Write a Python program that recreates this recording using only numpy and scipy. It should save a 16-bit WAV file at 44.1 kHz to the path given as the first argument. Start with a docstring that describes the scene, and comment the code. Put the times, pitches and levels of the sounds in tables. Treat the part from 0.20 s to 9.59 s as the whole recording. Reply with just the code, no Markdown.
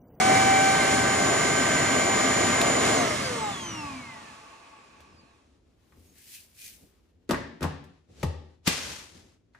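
"""A hard-floored room, heard close up by a pair of microphone ports: a hand-held vacuum cleaner
runs, is switched off and coasts down. Its shaft gives sine tones, its fan noise through ducts,
its brushes noise through the housing. Then come low rumbles, hand swishes (swelling noise), narrow
noise swells, and plastic parts knocked and latched (cracks, ringing modes) with a room tail and hum."""
import sys
import numpy as np
from scipy import signal
from scipy.fft import rfft, irfft, next_fast_len
from scipy.io import wavfile
from scipy.ndimage import uniform_filter1d

SR = 44100
rng = np.random.default_rng(int(sys.argv[2]) if len(sys.argv) > 2 else 0)


def dump(signal):
    """Clip the signal to [-1, 1] and save it as 16-bit WAV at the path in sys.argv[1]."""
    limited = np.clip(np.atleast_2d(signal).T, -1, 1)
    pcm = np.round(limited * 32767).astype(np.int16)
    wavfile.write(sys.argv[1], SR, pcm)


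N = 414099
SIZE = next_fast_len(N + SR)   # transform length, with space for the room tail
HZ = np.arange(SIZE // 2 + 1) * SR / SIZE


def amp(db):
    """Gain of a level in dB."""
    return 10 ** (np.asarray(db) / 20)


def in_time(rows, outside=None):
    """Columns of a curve table at every sample."""
    s, *columns = np.transpose(rows)
    return [np.interp(np.arange(N) / SR, s, c, outside, outside) for c in columns]


def at_hz(points, hz):
    """A spectrum table read on a log frequency axis."""
    table_hz, values = np.array(points).T
    return np.interp(np.log(hz + 1), np.log(table_hz + 1), values)


def peaks_db(peaks, hz):
    """Gain in dB of bell-shaped resonances."""
    return sum(db / (1 + (2 * (hz - top_hz) / width) ** 2) for top_hz, width, db in peaks)


def drift(rate, size=N):
    """Random wander: straight lines between normal knots, rate of them per second."""
    knots = rng.standard_normal(int(size / SR * rate) + 3)
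    return np.interp(np.arange(size) / SR * rate, np.arange(len(knots)), knots)


def stereo_noise(gain, likeness, balance, lead=0):
    """Spectra of left and right noise, partly shared, left leading; rms 1 before the balance."""
    shared, own = rfft(rng.standard_normal((2, SIZE)))
    alike = np.clip(at_hz(likeness, HZ), 0, .998)
    right = alike * np.exp(-1j * lead) * shared + np.sqrt(1 - alike ** 2) * own
    side = amp(at_hz(balance, HZ) / 2)
    return gain / np.sqrt(np.mean(gain ** 2)) * np.array([shared * side, right / side])


# handling and room, left and right: f/Hz, likeness [0-1]
ROOM_LIKENESS = [(60, 0.89), (130, 0.93), (290, 0.64), (640, 0.21), (1410, 0.27), (3100, 0.23),
                 (6820, 0.13), (15000, 0.06)]
# left against right: f/Hz, level/dB
NEAR_BALANCE = [(60, -1), (180, 2.5), (550, 2.5), (1650, 2), (4970, 3.5), (15000, -2)]


def near_noise(colour_db):
    """Stereo noise shaped by a spectrum table, spread as handling and room are."""
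    pair = stereo_noise(amp(at_hz(colour_db, HZ)), ROOM_LIKENESS, NEAR_BALANCE)
    return irfft(pair, SIZE)[:, :N]


def ring(clicks, hz, t60):
    """A damped resonator: a unit click starts a decaying sine of height 1."""
    r, w = amp(-60 / (t60 * SR)), 2 * np.pi * hz / SR
    return signal.lfilter([0, np.sin(w)], [1, -2 * r * np.cos(w), r * r], clicks + 1e-18)


SWITCH_OFF_S, FULL_SPEED = 2.745, 778.1   # s, turns per s
FRICTION, AIR_DRAG, DRAG_POWER = 93.2, 1016, 1.79   # turns/s lost each s: constant, by the fan at full speed
# quick and slow settling: speed lacking at first [turns per s], time constant [s]
SPIN_UP = [(19, .11), (6, .6)]


def shaft_speed():
    """Turns per second: settles under power, then friction and fan drag brake the rotor."""
    step, speed = .001, []   # s
    for s in np.arange(0, N / SR + step, step):
        if s < SWITCH_OFF_S:
            lacking = sum(gap * np.exp(-s / settle) for gap, settle in SPIN_UP)
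            speed.append(FULL_SPEED - lacking)
        else:
            braking = FRICTION + AIR_DRAG * (speed[-1] / FULL_SPEED) ** DRAG_POWER
            speed.append(max(speed[-1] - step * braking, .01))
    return np.interp(np.arange(N) / SR / step, np.arange(len(speed)), speed)


# Tone levels below are those before the stereo gain and the wander.
# tones under power: t/s, then level/dB of each powered order
POWERED = [(0, -24, -33.5, -34, -41, -47), (.4, -24, -30, -33.5, -36.5, -49.5),
           (.62, -32, -30.5, -39, -37, -48), (1.0, -37, -33.5, -46, -35.5, -49.5),
           (1.6, -42.5, -34.5, -42, -33, -53.5), (2.1, -36.5, -38, -41, -32.5, -54.5),
           (2.748, -38, -38, -46.5, -32, -50.5)]
# powered orders [multiples of shaft speed]; the fan has 9 blades
POWERED_ORDERS = [1, 2, 3, 9, 12]
# weaker coasting orders [multiples of shaft speed]
COAST_ORDERS = [2.5, 4, 5, 7]
# one row per coasting order: level/dB at full speed off resonance,
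# power of the speed it falls with, share of full speed where it dies out
COASTING = [(-50, 1.5, .38), (-45, 1.6, .25), (-55, 1.6, .18), (-51, 1.6, .12)]
# resonances where coasting orders swell or dip: f/Hz, width/Hz, level/dB
FLARES = [(680, 150, -15), (880, 110, 14), (1000, 60, -5), (1130, 120, 16), (1260, 90, 5), (1450, 200, -10)]
# strong coasting tones of rotor and fan: order, list of (f/Hz, level/dB) along the glide
WHINES = [(1, [(120, -120), (200, -72), (230, -59), (255, -49), (290, -44), (340, -50), (385, -58),
          (420, -50), (450, -42), (500, -35), (570, -46), (630, -38), (700, -32), (780, -38)]),
          (2, [(500, -120), (740, -66), (800, -39), (860, -33), (910, -42), (960, -52), (1120, -56),
          (1190, -40), (1260, -35), (1330, -45), (1560, -48)]), (3, [(500, -120), (770, -70), (820, -50),
          (880, -41), (980, -53), (1100, -44), (1250, -43), (1370, -57), (1480, -43), (1700, -43),
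          (2330, -47)]), (9, [(1100, -120), (1550, -70), (1730, -60), (1900, -54), (2270, -52), (2480, -54),
          (2750, -44), (3000, -46), (3300, -48), (3800, -51), (4040, -60), (4500, -59), (5030, -51),
          (5700, -46), (6050, -46), (6500, -35), (7000, -34)]), (12, [(3500, -120), (4700, -72),
          (5300, -56), (6700, -57), (7600, -64), (9300, -60)]), (18, [(3500, -120), (4500, -78),
          (5000, -66), (5450, -52), (6000, -45), (6400, -47), (6800, -55), (7270, -49), (8060, -50),
          (9000, -56), (10000, -65), (14000, -78)])]
# faint high glides from the commutator bars: order, start t/s, end t/s, level/dB
GLIDES = [(44, 4.25, 4.75, -77), (66, 4.5, 5.25, -79)]
# phase between left and right channels; the top treble is opposite in the two: f/Hz, left leads [rad]
MOTOR_PHASE = [(0, 0), (250, -.4), (750, -1.7), (1120, -1.1), (1550, .3), (2500, .5), (3880, 1.8),
               (4220, 1.0), (5250, 5.6), (5510, 6.6), (6890, 7.4), (9300, 8.3), (10800, 9.42),
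               (16000, 9.42)]
HOUSING_TOP_HZ, DIE_OUT_POWER = 1550, 12   # coasting orders roll off above this; steepness of dying out


def tone_levels(speed, on):
    """Pairs of order and gain: powered tones, then coasting tones following the falling speed."""
    size = len(speed)
    t, share = np.arange(size) / SR, speed / FULL_SPEED
    tones = [(order, on * amp(db[:size])) for order, db in zip(POWERED_ORDERS, in_time(POWERED))]
    flare_db = peaks_db(FLARES, HZ) - 20 * np.log10(1 + (HZ / HOUSING_TOP_HZ) ** 10)
    for order, (db, power, last) in zip(COAST_ORDERS, COASTING):
        resonant = amp(db + np.interp(order * speed, HZ, flare_db))
        dying = share ** power / (1 + (last / share) ** DIE_OUT_POWER)
        tones.append((order, ~on * resonant * dying))
    for order, levels in WHINES:
        tones.append((order, ~on * amp(at_hz(levels, order * speed))))
    for order, start, end, db in GLIDES:
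        progress = np.clip((t - start) / (end - start), 0, 1)
        swell = np.sqrt(np.abs(np.sin(np.pi * progress)))
        tones.append((order, amp(db + 3.5 * drift(13, size)) * swell))
    return tones


def motor_tones(speed):
    """Sines on multiples of the shaft speed, wandering in level and phase, left leading right."""
    speed = speed[speed > 1]   # while it turns
    angle = 2 * np.pi * np.cumsum(speed) / SR
    on = np.arange(len(speed)) / SR < SWITCH_OFF_S
    out = np.zeros((2, N))
    for order, gain in tone_levels(speed, on):
        gain = uniform_filter1d(gain, size=600)
        heard = np.flatnonzero(gain > amp(-100))
        part, size = slice(heard[0], heard[-1] + 1), heard[-1] + 1 - heard[0]
        lead = np.interp(order * speed[part], *np.transpose(MOTOR_PHASE))
        wander_db = np.where(on[part], 1.5, 2.0) * drift(20, size) + .7 * drift(4, size)
        stereo_gain = 2 / np.sqrt(1.02 + .98 * np.cos(lead))   # makes up for phase loss in left + right
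        phase = order * angle[part] + lead / 2 * [[1], [-1]] + .3 * drift(20, size)
        out[:, part] += gain[part] * amp(wander_db) * stereo_gain * np.sin(phase)
    return out


# air roar by range: f/Hz, fan level/dB at full speed, extra level/dB at first, power of the speed
# it falls with, share of full speed where it stalls, bearing level/dB at full speed
ROAR = [(118, -37, 1.5, 0.72, 0.36, -67), (366, -30.5, 0.5, 3.37, .12, -53),
        (1630, -30.5, 1.3, 2.25, 0.051, -62), (6000, -34.5, 3, 2.29, .06, -60.5)]
# colour of the air noise: f/Hz, level/dB per Hz
AIR = [(30, -24.5), (77, -8.5), (270, 0), (480, -3.5), (800, -5), (1200, -3), (1600, -12), (3000, -10),
       (4780, -12), (7000, -13), (9700, -17.5), (11000, -17), (15000, -33), (16000, -70.5)]
# duct resonances in the roar: f/Hz, width/Hz, level/dB
DUCTS = [(84, 30, 1.5), (121, 29, 5), (266, 30, 4), (420, 32, 3), (610, 50, 8), (686, 36, 9),
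         (934, 50, 0.5), (1055, 21, 5), (1185, 30, 8), (1642, 40, 7.5), (1845, 690, 10), (2125, 160, 9.5),
         (3100, 120, 5), (6720, 830, 3)]
# ducts stop singing as the flow dies: start t/s, end t/s
DUCTS_FADE_S = (2.1, 5.1)
# motor noise, left and right: f/Hz, likeness [0-1]
MOTOR_LIKENESS = [(60, .995), (250, .92), (600, .75), (1500, .6), (4000, .7), (8000, .5), (10000, .7),
                  (11300, .997)]
# motor noise, left against right: f/Hz, level/dB
MOTOR_BALANCE = [(60, 0), (110, .5), (200, 2.5), (380, 5), (700, .5), (1290, -1.5), (2380, -2.5),
                 (4400, -1.5), (8120, -.5), (10500, 0)]
EXTRA_FADE_S, ROAR_LAG_S = .58, .064   # time constant of the first extra roar; the room holds the roar
STALL_POWER, BEARING_POWER = 4.8, .84   # steepness of the stall; bearing noise falls with this power


def air_roar(speed):
    """Turbulent air through the ducts, over bearing noise; each range falls as its own power of speed."""
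    lead = np.interp(HZ, *np.transpose(MOTOR_PHASE))
    pair = stereo_noise(amp(at_hz(AIR, HZ)), MOTOR_LIKENESS, MOTOR_BALANCE, lead)
    t, out = np.arange(N) / SR, 0
    singing = np.interp(t, DUCTS_FADE_S, [1, 0])
    flow = np.interp(t - ROAR_LAG_S, t, speed) / FULL_SPEED
    ducts = amp(peaks_db(DUCTS, HZ))
    for k, (_, fan_db, extra_db, power, stall, bearing_db) in enumerate(ROAR):
        # the ranges crossfade on a log axis
        share = np.interp(np.log(HZ + 1), np.log(np.array(ROAR)[:, 0]), np.eye(4)[k])
        plain, ducted = (irfft(pair * share * colour, SIZE)[:, :N] for colour in (1, ducts))
        plain = plain / plain.mean(axis=0).std()
        ducted = ducted / ducted.mean(axis=0).std()
        band = singing * ducted + (1 - singing) * plain
        fan = amp(fan_db + extra_db * np.exp(-t / EXTRA_FADE_S)) * flow ** power
        fan = fan / (1 + (stall / flow) ** STALL_POWER)
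        bearing = amp(bearing_db) * flow ** BEARING_POWER
        out = out + np.hypot(fan, bearing) * amp(0.96 * drift(12)) * band
    return out


# housing resonances: f/Hz, width/Hz, level/dB of the gain for brush noise
HOUSING = [(280, 71, 5.5), (400, 77, -7), (487, 74, 2.5), (653, 53, -0.5), (683, 43, 18.5),
           (870, 110, 18.5), (1125, 140, 22), (1263, 58, -5), (1640, 410, 10), (2550, 650, 15),
           (3110, 890, -3), (4396, 1000, 3.5), (5730, 4500, -0.5), (12250, 4800, -8)]
# brushes rubbing as the rotor slows: t/s, level/dB
BRUSHES = [(2.7, -74), (3.2, -48), (3.7, -45), (4.2, -51), (4.6, -55.5), (4.9, -59.5), (5.2, -68),
           (5.5, -101)]


def brushes():
    """Rubbing noise coloured by the motor housing's resonances."""
    colour = amp(peaks_db(HOUSING, HZ)) * (HZ > 220) / (1 + (HZ / 6000) ** 4)
    noise = irfft(stereo_noise(colour, ROOM_LIKENESS, MOTOR_BALANCE), SIZE)[:, :N]
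    return amp(in_time(BRUSHES, outside=-120)[0] + drift(13.0)) * noise


# blows, levels before the offsets below: t/s, crack level/dB, shell level/dB, body level/dB,
# floor boom level/dB, brightness [dB per octave above 600 Hz]
BLOWS = [(2.4145, -4.5, -48, -34.5, -60.5, 0), (2.7415, -13, -32, -42.5, -62, 0),
         (4.8038, -43, -48, -64, -65, 3), (5.723, -66, -60, -76, -70, 8.5), (5.7723, -75, -70, -48, -49, 2),
         (7.091, -25, -31, -15.5, -64, 2), (7.0971, -35, -24.5, -40, -49, 0.7),
         (7.1086, -15, -13, -15, -45, 0.8), (7.1175, -32, -31, -19, -47, .1),
         (7.134, -49.5, -25, -18.5, -54, .1), (7.1446, -32, -26, -25, -54, 4.5),
         (7.407, -34.5, -37, -25, -54, -4), (7.4192, -34, -30, -28, -25.5, 0),
         (7.4273, -20, -27.5, -23, -34.5, 5), (7.4409, -30, -23, -15.5, -39, 2),
         (7.451, -48, -23, -32, -28.5, -5), (7.639, -45.5, -56, -55.5, -57, .1),
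         (8.0285, -25, -36, -45, -60, 0), (8.0315, -22, -20, -18, -60, 0), (8.045, -48, -30, -28, -18, -1),
         (8.4716, -16, -35, -34, -60, 2), (8.474, -6, -35, -40, -60, 2), (8.4765, -9, -32, -19, -36.5, -6),
         (9.3485, -58.5, -52, -79, -90, 3)]
# thin shell modes: f/Hz, level/dB
SHELL = [(620, 5), (740, 2.5), (850, 3), (980, 1), (1180, 1.5), (1380, -3.5), (1540, 0), (1700, 9),
         (1810, 8), (1950, -1), (2200, -5), (2500, -6.5), (2900, -14), (3400, -10)]
# body modes: f/Hz, level/dB, t60/s
BODY = [(151.7, -8, 0.17), (180.2, -8.5, 0.1), (233, -4, 0.079), (273.3, -2, 0.072), (374, -0.5, 0.039),
        (478, 0, 0.02)]
# floor boom modes: f/Hz, level/dB, t60/s
BOOM = [(80, 0, 0.65), (91, -2, .33), (130, -6, 0.15)]
# colour of the crack: f/Hz, level/dB per Hz
CRACK = [(1500, -13), (2500, -4), (5000, -7), (7000, -13), (10000, -18.5), (16000, -25)]
CRACK_RISE_S, CRACK_T60_S = .0012, .009
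SHELL_CYCLES = 8   # cycles a shell mode rings while falling 60 dB


def cracks(at, crack_db):
    """Short noise bursts close by; the room hears each as one even pulse."""
    clicks = np.zeros(N)
    clicks[at] = amp(crack_db - 8.5)
    fall = amp(-60 / (CRACK_T60_S * SR))
    rise = np.exp(-1 / (CRACK_RISE_S * SR))
    envelope = signal.lfilter([1 - rise], np.convolve([1, -fall], [1, -rise]), clicks + 1e-18)
    pulses = clicks * np.sqrt(np.sum(envelope ** 2) / np.sum(clicks ** 2))   # same energy in all
    near_and_far = [envelope * rng.standard_normal(N), pulses]
    colour = amp(at_hz(CRACK, HZ))
    colour = colour / np.sqrt(np.mean(colour ** 2))
    return irfft(rfft(near_and_far, SIZE) * colour, SIZE)[:, :N]


def blows():
    """Each blow cracks and strikes every mode with a random strength; near sound and room feed."""
    s, crack_db, *part_db, bright = np.transpose(BLOWS)
    at = np.round(s * SR).astype(int)
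    out = cracks(at, crack_db)
    shell = [(hz, db, SHELL_CYCLES / hz) for hz, db in SHELL]
    softness_of_each = (.6, .93, .98)
    airborne_of_each = (.55, 1, .1)   # the floor boom hardly enters the air
    parts = zip((shell, BODY, BOOM), part_db, softness_of_each, airborne_of_each)
    for modes, db, softness, airborne in parts:
        luck = rng.standard_normal((len(at), len(modes)))
        rings = 0
        for k, (hz, level_db, t60) in enumerate(modes):
            tilt_db = bright * np.log2(max(hz, 600) / 600)
            clicks = np.zeros(N)
            clicks[at] = amp(db + level_db - 4 + 2.5 * luck[:, k] + tilt_db) * (-1) ** k
            rings = rings + ring(clicks, hz, t60)
        dulled = signal.lfilter([1 - softness], [1, -softness], rings)   # a yielding contact dulls the onset
        out += [[1], [airborne]] * dulled
    return out


# weight landing on the boards, before the stereo gain: t/s, f/Hz, level/dB of the strike, t60/s
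THUDS = [(8.0365, 165, -17, .04), (8.4765, 205, -12, .03)]


def thuds():
    """The cleaner's weight lands: heavily damped low swings, pushing downward first."""
    out = np.zeros(N)
    for s, hz, db, t60 in THUDS:
        click = np.zeros(N)
        click[int(s * SR)] = -amp(db)
        out += ring(click, hz, t60)
    return out


# low rumbles, then hand swishes:
# t/s, hold/s, hiss level/dB, rumble level/dB, rise [dB per s], fall [dB per s]
STROKES = [(4.8, 0.18, -95, -62.5, 64, 49), (5.3, .35, -95, -72.5, 60, 60),
           (5.77, 0.015, -69, -60, 317, 84), (5.86, .01, -58, -62.5, 64, 113),
           (5.985, 0.069, -51.5, -82, 190, 90), (6.15, 0.0071, -38, -73, 118, 145),
           (6.39, 0.022, -44, -80, 400, 110), (6.445, 0.023, -37.5, -71, 197, 133),
           (6.636, 0.011, -60, -60.5, 79, 145), (6.75, 0.15, -75, -80, 100, 60),
           (7.04, .01, -78, -66, 69, 300)]
# cleaner over the floor: the same columns
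DRAGS = [(7.9, 0.026, -85, -55, 900, 61), (8.005, 0.018, -56, -52.5, 172, 1490),
         (8.473, 0.0011, -23, -40, 1620, 900), (8.49, 0.037, -31.5, -46, 1500, 130),
         (8.58, 0.14, -38.5, -48, 399, 89), (8.96, 0.012, -58, -55, 153.5, 96),
         (9.08, 0.06, -75, -71, 150, 1150), (9.35, .04, -76.5, -70, 1500, 60)]
# colour of the hand's swish: f/Hz, level/dB per Hz
SWISH = [(290, -55), (500, -53), (1200, -36), (1550, -19.5), (2420, -10.5), (3500, -13), (4400, -11.5),
         (5400, -11), (6740, -11.5), (10400, -10.5), (13900, -13.5), (15800, -2)]
# colour of plastic on floor: f/Hz, level/dB per Hz
DRAG = [(240, -39.5), (400, -5.5), (2040, -2), (6380, -2.5), (10800, -14), (14400, -23.5), (15800, -29)]
# colour of the low rumble: f/Hz, level/dB per Hz
RUMBLE = [(18, -33), (30, -29.5), (76, -1), (108, -10.5), (257, -10.5), (297, -11), (461, -15.5),
          (900, -29.5), (1170, -61), (1980, -120)]
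GRAIN_DB, GRAINS_PER_S = 1.3, 260   # roughness of the hiss


def rumbles_and_slides():
    """Noise that swells, holds and dies: low rumbles, then hand swishes, then drags on the floor."""
    swish, drag, rumble = (near_noise(colour) for colour in (SWISH, DRAG, RUMBLE))
    out, t = 0, np.arange(N) / SR
    for rows, hiss in ((STROKES, swish), (DRAGS, drag)):
        power = np.zeros((2, N))   # hiss, rumble
        for s, hold, hiss_db, rumble_db, rise, fall in rows:
            slope_db = np.minimum(rise * (t - s), fall * (s + hold - t))
            power += amp([[hiss_db], [rumble_db]]) ** 2 * amp(2 * np.minimum(slope_db, 0))
        hiss_level, rumble_level = np.sqrt(power)
        out = out + hiss_level * amp(GRAIN_DB * drift(GRAINS_PER_S)) * hiss
        out = out + rumble_level * amp(2.4 * drift(25)) * rumble
    return out


# short swells of narrow noise, the last a faint high chirp just before the latch;
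# level before the noises are summed: t/s, length/s, f/Hz, width/Hz, level/dB
NARROW_SWELLS = [(5.84, .12, 6550, 150, -73), (5.93, .13, 1900, 900, -70), (6.1, .12, 2700, 700, -61),
                 (6.37, .15, 2450, 220, -58), (6.4, .1, 6500, 900, -59), (8.454, .024, 6600, 120, -46)]


def narrow_swells():
    """Short swells of narrow noise, partly different left and right."""
    out = np.zeros((2, N))
    for s, length, hz, width, db in NARROW_SWELLS:
        start, size = int(s * SR), int(length * SR)
        angle = 2 * np.pi * hz * np.arange(size) / SR
        shared, *own = (drift(width, size) * np.sin(angle) + drift(width, size) * np.cos(angle)
                        for _ in range(3))
        swell = np.sqrt(np.hanning(size))
        out[:, start:start + size] += amp(db) * swell * (shared + np.array(own))
    return out


# decay of the room: f/Hz, t60/s
ROOM_T60 = [(60, 0.68), (250, 0.63), (1000, 0.58), (4000, 0.67), (15000, 0.13)]
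# room energy against direct: f/Hz, level/dB
ROOM_DB = [(60, 3.5), (160, -0.5), (300, -3.5), (600, 2.5), (1000, 14.5), (1400, 7.5), (1900, 11.5),
           (4000, 4.5), (15000, 12.5)]
EARLY_DB, EARLY_T60_S = 8.5, 0.046   # first reflections stand above the tail


def room(x):
    """Echo tail: stereo noise that dies band by band."""
    t = np.arange(SR) / SR
    white = stereo_noise(np.ones(len(HZ)), ROOM_LIKENESS, NEAR_BALANCE)
    noise = rfft(irfft(white, SIZE)[:, :SR])
    centres, tail = 40 * 2. ** np.arange(0, 8.6, .5), 0   # half-octave bands
    log_hz = np.log(np.arange(SR // 2 + 1) + 1)
    for k, hz in enumerate(centres):
        share = np.interp(log_hz, np.log(centres), np.eye(len(centres))[k])
        decay = amp(-60 * t / at_hz(ROOM_T60, hz)) + amp(EARLY_DB - 60 * t / EARLY_T60_S)
        decay = decay * np.clip(t / 0.0021, 0, 1)
        gain = amp(at_hz(ROOM_DB, hz)) / np.sqrt(np.sum(decay ** 2))
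        tail = tail + gain * decay * irfft(noise * share, SR)
    return irfft(rfft(x, SIZE) * rfft(tail, SIZE), SIZE)[:, :N]


# colour of the room's hum: f/Hz, level/dB per Hz
FLOOR = [(15, -49), (25, -7), (70, 1.5), (137, -10.5), (269, -8.5), (560, -18.5), (981, -22.5),
         (3990, -27.5), (7630, -33.5), (8490, -43), (9990, -37.5), (15800, -68)]
FLOOR_DB = -64.5


def room_hum():
    """Steady, mostly low noise of the quiet room."""
    return amp(FLOOR_DB) * near_noise(FLOOR)


# switch clicked close by, later knocks fill the room: t/s, level/dB sent to the room
ROOM_SEND = [(0, -15), (4.0, -15), (4.5, 0)]


def scene():
    """Motor, handling, room and its quiet hum."""
    speed = shaft_speed()
    motor = motor_tones(speed) + air_roar(speed) + brushes()
    knocks, far = blows()
    struck = (knocks + thuds()) * amp([[1.3], [-1.3]])   # dB; left is louder
    handling = struck + rumbles_and_slides() + narrow_swells()
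    echo = room(far * amp(in_time(ROOM_SEND)[0]))
    return motor + handling + echo + room_hum()


CUTOFF_HZ = 15900
GATE_FROM_HZ, GATE_BELOW_DB, GATE_DEPTH_DB = 600, -71, 10
GATE_WINDOW = 1200   # samples


def record(dry):
    """The microphone loses the deepest bass, a gate dips the faintest treble; the top is cut."""
    dry = signal.sosfilt(signal.butter(2, 50, "high", fs=SR, output="sos"), dry)
    treble_filter = signal.butter(2, GATE_FROM_HZ, "high", fs=SR, output="sos")
    treble = signal.sosfiltfilt(treble_filter, dry)
    power = np.abs(uniform_filter1d(np.mean(treble ** 2, axis=0), size=GATE_WINDOW))
    dip_db = -GATE_DEPTH_DB / (1 + (power / amp(GATE_BELOW_DB) ** 2) ** 8)
    dry = dry - treble * (1 - amp(dip_db))
    return signal.sosfilt(signal.cheby2(12, 70, CUTOFF_HZ + 300, fs=SR, output="sos"), dry)


dry = scene()
out = record(dry)
dump(out)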